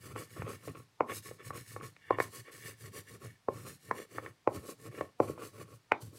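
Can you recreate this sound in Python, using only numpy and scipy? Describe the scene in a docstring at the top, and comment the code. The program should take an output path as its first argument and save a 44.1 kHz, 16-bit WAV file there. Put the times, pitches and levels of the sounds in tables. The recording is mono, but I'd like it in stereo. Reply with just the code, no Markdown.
"""A hand stone grinds damp spice on a stone slab, heard from close by in a small kitchen.
Friction drives the sound: in each short stroke, breaking grit excites the damped modes of both stones
and dragged crumbs hiss. Impacts of stone on slab add knocks, duller when the contact is softer.
The heavy slab rumbles on its seat, and near walls reflect the strokes and knocks over a faint noise."""
import sys
import numpy as np
from scipy import signal
from scipy.fft import rfft, irfft, next_fast_len
from scipy.io import wavfile
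from scipy.ndimage import uniform_filter1d, map_coordinates

SR = 44100
rng = np.random.default_rng(int(sys.argv[2]) if len(sys.argv) > 2 else 0)


def dump_mix(stems):
    """Bounce the given channels to the path in sys.argv[1] as a 16-bit WAV at rate SR."""
    frames = np.atleast_2d(stems).T  # one column per channel
    limited = np.clip(frames, -1, 1)  # hard clip at full scale
    pcm = np.round(limited * 32767).astype(np.int16)
    wavfile.write(sys.argv[1], SR, pcm)


N = 272566

# impacts of stone on slab: start_s, level_db, hardness_hz, thud_db, ring_db, ring_hz
KNOCKS = [(0.161, -36.5, 1300, -9, -3, 1152), (0.3672, -45, 1520, 9, 6, 1200),
          (0.4203, -36.5, 1480, -9, -15, 1220), (0.6759, -38.5, 900, 30, 6, 1096),
          (1.0067, -17, 890, -8.5, -3, 1048), (1.096, -41, 1700, 0.5, 5, 1120),
          (1.1208, -39.5, 1970, 11, -11, 1070), (1.312, -41.5, 800, 15, -3, 1097),
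          (1.5055, -33, 1190, 5, 16.5, 1135), (1.7632, -35.5, 1270, 3, 7.5, 1124),
          (1.811, -47, 1490, -6, 20.5, 1190), (1.965, -53.5, 3260, -9, -12.5, 1180),
          (2.1071, -16.5, 930, 2, 8, 1060), (2.1859, -26.5, 1425, 3, 2, 1070),
          (2.2016, -20, 1820, 6, 5.5, 1055), (3.4854, -22, 710, 6, 13, 1075),
          (3.9114, -21.5, 1406, 1.5, 10, 1025), (4.1834, -30, 1490, 1, 8, 1178),
          (4.2621, -38.5, 2150, 4.5, 7, 1084), (4.4746, -17, 877, -6, -6.5, 1050),
          (5.01, -26.5, 1400.0, 10.5, 9, 1087), (5.2017, -16, 730, -0.5, 1.5, 1060),
          (5.2982, -31.5, 340, 20, -4, 1085), (5.378, -43, 1050, 0.5, 5, 1059),
          (5.9192, -16, 1670, -11.5, -15.5, 930)]
# modes of the slab: pitch_hz, width_hz, level_db
SLAB_MODES = [(396, 312, -0.5), (499, 212.4, 3.5)]
HISSES, GRINDS, SCRAPES, RUMBLES = range(4)  # the level columns of a stroke


def grinding():
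    """Forced vibration: grit breaks in bunches, and the same force drives the modes of both stones."""
    # modes of the hand stone: pitch_hz, width_hz, level_db
    stone_modes = [(1104, 36, 7.5), (1354, 190, -7.5), (2390, 410, -15.5)]
    # a looser grip lets the hand stone ring: time_s, ring_db
    grip = [(.5, 0.5), (.8, 4.5), (1.1, 3), (1.55, 2), (2.0, 3.5), (2.6, 0), (3.0, -2), (3.65, 1),
            (4.0, -7), (4.25, -1), (4.6, -3.5), (5.0, -4.5), (5.4, 0), (5.75, 0.5), (6.18, -9.5)]
    force = grit(rate_hz=570, spread_db=1.5) * amp(2.5 * wobble(70))
    slab = unit(filtered(force, lambda hz: resonate(SLAB_MODES, hz) * band(hz, 120, 460, steep=2.2)))
    slab = steadied(slab, span_s=0.036, share=0.98)
    stone = unit(filtered(force, lambda hz: resonate(stone_modes, hz) * band(hz, 850, 4000, steep=2.9)))
    stone = level(grip) * amp(-0.5) * steadied(stone, span_s=0.063, share=0.9)
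    crumbs = amp(-20.5) * unit(filtered(force, lambda hz: band(hz, 170, 1500, steep=1.9)))
    envelope = bite(strokes(GRINDS, dip_db=23.5), span_s=0.0079, share=0.22)
    return amp(-1.37) * envelope * steadied(slab + stone + crumbs, span_s=0.08, share=0.58)


def spice():
    """Friction noise: dragged crumbs merge into a clumpy hiss, with single husks snapping."""
    # spectrum of the hiss: frequency_hz, density_db
    spectrum = [(300, -33.5), (1500, -6.5), (2800, -4), (3600, -3.5), (4400, 0.5), (5300, -1), (7000, 0),
                (8700, 2), (11500, -0.5), (13500, -4), (15800, -7.5)]
    clumps = amp(0.31 * wobble(170) + 2.0 * wobble(45))
    husks = amp(-14) * grit(rate_hz=230, spread_db=-4.0)
    sides = [clumps * grit(rate_hz=16000, spread_db=5) + husks for _ in range(2)]
    for i in range(2):  # the hand and the slab each send back a copy
        sides[i] = reflection(sides[i], delay_s=0.000702, swing=0.093, gain=0.52)
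        sides[i] = reflection(sides[i], delay_s=0.002, swing=.04, gain=0.84)
    hiss = unit(filtered(np.array(sides), lambda hz: amp(along(spectrum, hz))))
    # a faster stroke is brighter as well as louder
    speed = bite(strokes(HISSES, dip_db=17), span_s=0.0086, share=0.11)
    treble = filtered(hiss, lambda hz: band(hz, 4900, SR, steep=0.67))
    return amp(1.2) * speed * (hiss + treble * (unit(speed) ** 0.084 - 1))


def skimming():
    """Resonance: light sliding excites the upper modes of the hand stone."""
    # upper modes: pitch_hz, width_hz, level_db
    modes = [(1793, 70, -1), (2255, 50, -5), (2797, 71, -12.5), (3480, 50, -14)]
    force = grit(rate_hz=2500, spread_db=5.0)
    scrape = filtered(force, lambda hz: resonate(modes, hz) * band(hz, 1700, 3000, steep=1.9))
    return amp(-2.0) * strokes(SCRAPES, dip_db=19) * steadied(scrape, span_s=0.09, share=0.23)


def strokes(column, dip_db, lag_s=0):
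    """Incoherent powers add: the gain of all strokes, each dip_db below its peak at the turns."""
    # pushes and pulls: fastest_s, rise_s, fall_s, pressure_lag_s, hiss_db, grind_db, scrape_db, rumble_db
    movements = [(0.07, 0.096, 0.092, 0.023, -55.5, -50.0, -58.5, -49),
                 (0.187, 0.037, 0.092, -0.011, -49.5, -41.5, -49.5, -53.5),
                 (0.333, 0.051, 0.108, -0.0021, -57.5, -60, -56, -56),
                 (0.391, 0.017, 0.11, -0.017, -61.5, -45, -55, -43),
                 (0.507, 0.05, 0.089, -0.024, -51.0, -39.5, -52, -50),
                 (0.66, 0.072, 0.1, -0.0089, -58, -57, -57.5, -58.0),
                 (0.686, 0.012, 0.037, -0.004, -66.5, -40.5, -65, -45.5),
                 (0.773, 0.026, 0.078, -0.01, -64, -48.5, -66, -53.5),
                 (1.112, 0.034, 0.042, -0.0035, -53.5, -36.5, -42, -53.0),
                 (1.172, 0.078, 0.035, 0.0068, -45, -55.5, -54.5, -53.5),
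                 (1.261, 0.043, 0.1, 0.01, -50.5, -51, -53.5, -56.5),
                 (1.415, 0.041, 0.024, 0.004, -69, -50, -52.5, -65),
                 (1.469, 0.043, 0.056, 0.0033, -54, -54.5, -53, -49.5),
                 (1.563, 0.031, 0.084, -0.019, -49.5, -45, -52.5, -50),
                 (1.718, 0.11, 0.087, 0.036, -55.5, -58.5, -56.5, -53),
                 (1.84, 0.025, 0.09, -0.024, -53.5, -45, -54, -50),
                 (2.124, 0.13, 0.11, 0.045, -71, -55, -49, -56.0),
                 (2.238, 0.059, 0.065, 0.011, -48.5, -56, -50.5, -53.5),
                 (2.372, 0.068, 0.053, 0.0033, -48, -49, -51.0, -56.5),
                 (2.472, 0.043, 0.069, 0.014, -67, -52.5, -54, -72.5),
                 (2.532, 0.023, 0.131, 0.0032, -53, -57, -53.5, -59.5),
                 (2.672, 0.074, 0.073, 0.007, -50.0, -50.5, -46, -54.0),
                 (2.853, 0.088, 0.053, 0.014, -54, -53.0, -56, -50.5),
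                 (2.961, 0.039, 0.071, 0.0015, -48, -46, -49, -55.5),
                 (3.09, 0.031, 0.03, 0.0, -61, -66.0, -51, -75.0),
                 (3.138, 0.094, 0.048, 0.0095, -56.5, -53, -62, -53.5),
                 (3.243, 0.052, 0.059, 0.0039, -56.5, -48, -58.0, -55.0),
                 (3.291, 0.042, 0.096, -0.045, -68.0, -67, -59.5, -54),
                 (3.566, 0.067, 0.148, -0.014, -56, -51, -59, -49.5),
                 (3.686, 0.036, 0.083, -0.016, -49.5, -47.5, -56.0, -54.5),
                 (3.876, 0.083, 0.067, 0.027, -57.5, -54.5, -60.5, -55.5),
                 (3.992, 0.069, 0.073, -0.00087, -53.5, -43, -49.5, -67),
                 (4.167, 0.079, 0.048, 0.0054, -56.5, -46.5, -54, -57.0),
                 (4.249, 0.049, 0.084, -0.0097, -62.5, -46, -58, -54.5),
                 (4.573, 0.071, 0.046, -0.0073, -53, -42.5, -58.5, -46),
                 (4.704, 0.104, 0.048, -0.004, -52, -43.5, -62.5, -61),
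                 (4.871, 0.1, 0.031, 0.0084, -56.5, -47.5, -59, -52.5),
                 (4.975, 0.075, 0.11, 0.00098, -57.5, -43.5, -53.5, -56),
                 (5.237, 0.043, 0.059, 0.00014, -55, -43.5, -64, -47),
                 (5.293, 0.032, 0.073, -0.0022, -55.5, -43, -63, -49.5),
                 (5.449, 0.078, 0.071, -0.021, -54, -42.0, -60.5, -58),
                 (5.613, 0.1, 0.038, 0.00072, -57, -46.5, -61, -51.0),
                 (5.746, 0.11, 0.052, -0.017, -65, -55, -86, -58.5),
                 (6.025, 0.024, 0.096, -0.0034, -55.5, -57, -78, -49),
                 (6.174, 0.055, 0.052, -0.023, -56, -55, -74.5, -62)]
    creep_db = -81  # the stone is never quite still
    t, power = np.arange(N) / SR - lag_s, np.full(N, amp(creep_db) ** 2)
    for fastest_s, rise_s, fall_s, pressure_lag_s, *levels_db in movements:
        # the low sounds follow pressure, the high ones speed
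        peak_s = fastest_s + (pressure_lag_s if column in (GRINDS, RUMBLES) else 0)
        near = slice(*np.searchsorted(t, [peak_s - 2 * rise_s, peak_s + 2 * fall_s]))
        off_peak = np.maximum((peak_s - t[near]) / rise_s, (t[near] - peak_s) / fall_s)
        power[near] += amp(levels_db[column] - dip_db * off_peak ** 2) ** 2
    return np.sqrt(power)


def bite(gain, span_s, share):
    """Static friction: the stone grips before it slides, so a rising gain gets an extra push."""
    before = np.interp(np.arange(N) - span_s * SR, np.arange(N), gain)
    return gain * np.clip(gain / before, 1, 10) ** share


def grit(rate_hz, spread_db):
    """Shot noise: tiny fractures give impulses of random time, size and sign."""
    size = amp(spread_db * np.minimum(rng.exponential(size=N), 5))
    return unit((rng.random(N) < rate_hz / SR) * size * rng.choice([-1, 1], N))


def steadied(x, span_s, share):
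    """Compression: a loaded contact evens out its own swells; the result has unit rms."""
    power = x ** 2
    for _ in range(2):
        power = np.abs(uniform_filter1d(power, max(int(span_s * SR), 2)))
    return unit(x / (power + 1e-4 * power.mean()) ** (np.clip(share, 0, 1) / 2))


def knocks():
    """Impact: a short push excites both stones; a softer contact lasts longer and sounds duller."""
    # heavily damped modes of the clack: pitch_hz, width_hz, level_db
    clack_modes = [(986, 200, -9), (1480, 230, -11), (2420, 340, -4.5)]
    # ringing modes of the hand stone: pitch_hz, width_hz, level_db
    ring_modes = [(1100, 36.4, 6), (1804, 100, -0.5), (2236, 26, -3.5)]
    free_hz, width_hz, lowest_db = ring_modes[0]
    out, size, lead = np.zeros(N + SR), SR // 2, SR // 50
    hz, t = np.fft.rfftfreq(size, 1 / SR), (np.arange(size) - lead) / SR
    attack = (t > -.001) & (t < .004)
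    # however hard the blow, the modes radiate only between these edges
    reach = np.abs(slope(hz, 2940, "low", order=7)) * slope(hz, 270, "high", order=2)
    thud, clack = resonate(SLAB_MODES, hz), resonate(clack_modes, hz)
    for start_s, level_db, hardness_hz, thud_db, ring_db, ring_hz in KNOCKS:
        # spice is crushed just before and after the stones touch
        crush = amp(-36) * rng.standard_normal(size) * np.exp(-np.abs(t - .002) / 0.0029)
        # a tight hold shifts the lowest ring and damps it
        damping = 1 + 16 * abs(ring_hz / free_hz - 1)
        lowest = (ring_hz, width_hz * damping, lowest_db - 10 * np.log10(damping))
        # a harder contact wakes the upper rings, 9 dB per octave of hardness
        upper_db = 9 * np.log2(hardness_hz / 1400)
        upper = [(pitch, width, db + upper_db) for pitch, width, db in ring_modes[1:]]
        body = amp(thud_db) * thud + clack + amp(ring_db) * resonate([lowest] + upper, hz)
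        push = np.abs(slope(hz, hardness_hz, "low", order=3))
        blow = irfft(rfft((t == 0) + crush) * body * push * reach, size)
        blow /= np.sqrt(np.mean(blow[attack] ** 2))
        # only hard, bare contacts crack in the treble
        burst = rng.standard_normal(size) * (t >= 0) * np.exp(-np.abs(t) / 0.0027)
        crack = irfft(rfft(burst) * band(hz, 2500, 3300, steep=2.0), size)
        crack *= amp(-6) * (hardness_hz / 2000) ** 2.4
        out[round(start_s * SR) - lead:][:size] += amp(level_db) * (blow + crack)
    return out[:N]


def rumble():
    """Mass on a spring: bumps bounce the heavy slab on its seat, and it follows the hand late."""
    # modes of the slab on its seat: pitch_hz, width_hz, level_db
    modes = [(106.4, 20.3, 1.5), (174, 68, -12.5), (165, 13, -24.5), (273, 78, -17.5)]
    bumps = grit(rate_hz=500, spread_db=1.0)
    bounce = filtered(bumps, lambda hz: resonate(modes, hz) * band(hz, 72, 500, steep=4.6))
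    shake = np.hypot(strokes(RUMBLES, dip_db=14.5, lag_s=.018), jolts())
    return amp(1.5) * shake * steadied(bounce, span_s=0.2, share=0.99)


def jolts():
    """Transient response: the gain of the slab's shudder rises and decays after each knock."""
    rise_s, decay_s = 0.0022, 0.021
    gain, t = np.zeros(N + SR), np.arange(SR // 2) / SR
    shudder = (1 - np.exp(-t / rise_s)) * np.exp(-t / decay_s)
    for start_s, level_db, _, thud_db, *_ in KNOCKS:
        gain[round(start_s * SR):][:len(t)] += amp(level_db - 25 + 0.49 * thud_db) * shudder
    return gain[:N]


def radiate(x):
    """Directivity: each resonance reaches left and right with its own level and phase."""
    # left relative to right: frequency_hz, level_db, lead_rad
    directivity = [(150, -1, 1.5), (476, 2.5, -0.76), (730, 8.5, 1), (930, 4, -2), (1216, -9, -2),
                   (1400, 7, 0.47), (1830, -4, -1.63), (2240, -4.5, 1.5), (3570, -2, -1), (7000, 3, 2),
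                   (8800, -1.5, 0.5), (10900, 4, -9), (14500, 11.5, -6)]
    side, lean = np.array([[.5], [-.5]]), np.array(directivity)

    def response(hz):
        gain = amp(side * along(lean[:, :2], hz))
        phase = side * along(lean[:, ::2], hz)
        return gain / np.sqrt(np.mean(gain ** 2, axis=0)) * np.exp(1j * phase)
    return filtered(x, response)


def reflection(x, delay_s, swing, gain):
    """Comb filtering: a near surface adds a copy whose delay swings with the arm."""
    delay = SR * delay_s * (1 + swing * wobble(2.5))
    return x + gain * map_coordinates(x, [np.arange(N) - delay], order=3)


def kitchen(x):
    """Diffuse reverberation: walls and floor return bass alike on both sides, treble uncorrelated."""
    # reverberation time: frequency_hz, t60_s
    decay = [(120, 0.2833), (450, 0.1777), (1100, 0.2325), (3000, 0.09), (10000, 4)]
    # colour of the reflections: frequency_hz, level_db
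    colour = [(60, -9.5), (130, 20), (200, 4.5), (290, -6), (520, 2), (850, -2.5), (1300, -4), (2500, 3),
              (5000, -7), (12000, -22)]
    hz, t, noise = signal.stft(rng.standard_normal((2, SR // 3)), SR, nperseg=256)
    tail_db = along(colour, hz)[:, None] - 60 * t / along(decay, hz)[:, None]
    mid, side = noise * amp(tail_db) * (1 - np.exp(-t / 0.00059))
    apart = (hz ** 2 / (hz ** 2 + 750 ** 2))[:, None]
    spectra = np.array([mid + apart * side, mid - apart * side]) / np.sqrt(1 + apart ** 2)
    tail = signal.istft(spectra, SR, nperseg=256)[1]
    return signal.fftconvolve(x, tail / np.sqrt(SR / 100), axes=1)[:, :N]


def reverberation(x):
    """Reverberation: eight random tails of the same room crossfade, so no single colouring persists."""
    moments, t = np.linspace(0, N / SR, num=8), np.arange(N) / SR
    return sum(kitchen(x * np.sqrt(np.interp(t, moments, share))) for share in np.eye(len(moments)))


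def background():
    """Stationary noise, strongest in the bass and independent on each side."""
    # noise floor: frequency_hz, density_db
    spectrum = [(25, -15.5), (60, -6), (130, 0), (450, -10), (900, -8), (2000, -11), (5000, -14.5),
                (15800, -33)]
    return unit(filtered(rng.standard_normal((2, N)), lambda hz: amp(along(spectrum, hz))))


def amp(db):
    """Decibels as an amplitude ratio."""
    return 10 ** (np.asarray(db) / 20)


def unit(x):
    """Normalisation to unit rms."""
    return x / np.sqrt(np.mean(x ** 2) + 1e-20)


def along(points, hz):
    """Interpolation of (frequency_hz, value) points on a log axis."""
    knots_hz, values = np.transpose(points)
    return np.interp(np.log(hz + 1), np.log(knots_hz + 1), values)


def level(rows):
    """Interpolation of (time_s, level_db) points into a gain for each sample."""
    return amp(np.interp(np.arange(N) / SR, *np.transpose(rows)))


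def wobble(rate_hz):
    """Random modulation: a smooth curve through rate_hz knots a second."""
    return map_coordinates(rng.standard_normal(int(N * rate_hz / SR) + 4), [np.arange(N) * rate_hz / SR])


def filtered(x, response):
    """Linear filtering: the spectrum of x times a frequency response."""
    size = next_fast_len(N + SR // 2)
    return irfft(rfft(x, size) * response(np.fft.rfftfreq(size, 1 / SR)), size)[..., :N]


def resonate(modes, hz):
    """Modal superposition: damped resonances add with alternating signs."""
    return sum((-1) ** k * amp(db) * 1j * hz * width / (pitch ** 2 - hz ** 2 + 1j * hz * width)
               for k, (pitch, width, db) in enumerate(modes))


def band(hz, low_hz, high_hz, steep):
    """Band-pass gain with skirts of about 6 * steep dB per octave."""
    return 1 / np.sqrt((1 + (low_hz / (hz + 1)) ** (2 * steep)) * (1 + (hz / high_hz) ** (2 * steep)))


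def slope(hz, edge_hz, kind, order):
    """A causal high-pass or low-pass response."""
    return signal.freqs(*signal.butter(order, edge_hz, kind, analog=True), hz)[1]


def scene():
    """Superposition of the direct sound, its reverberation and a faint background."""
    blows = radiate(knocks())
    rubbing = radiate(grinding() + skimming() + spice())
    quiet = amp(-69.0) * background()
    direct = blows + rubbing + rumble()
    return direct + reverberation(amp(-11) * blows + amp(-18.0) * rubbing) + quiet


def record(dry):
    """Band limiting: an ideal low-pass removes the highest treble."""
    top_hz = 15830
    return filtered(dry, lambda hz: hz < top_hz)


dry = scene()
out = record(dry)
dump_mix(out)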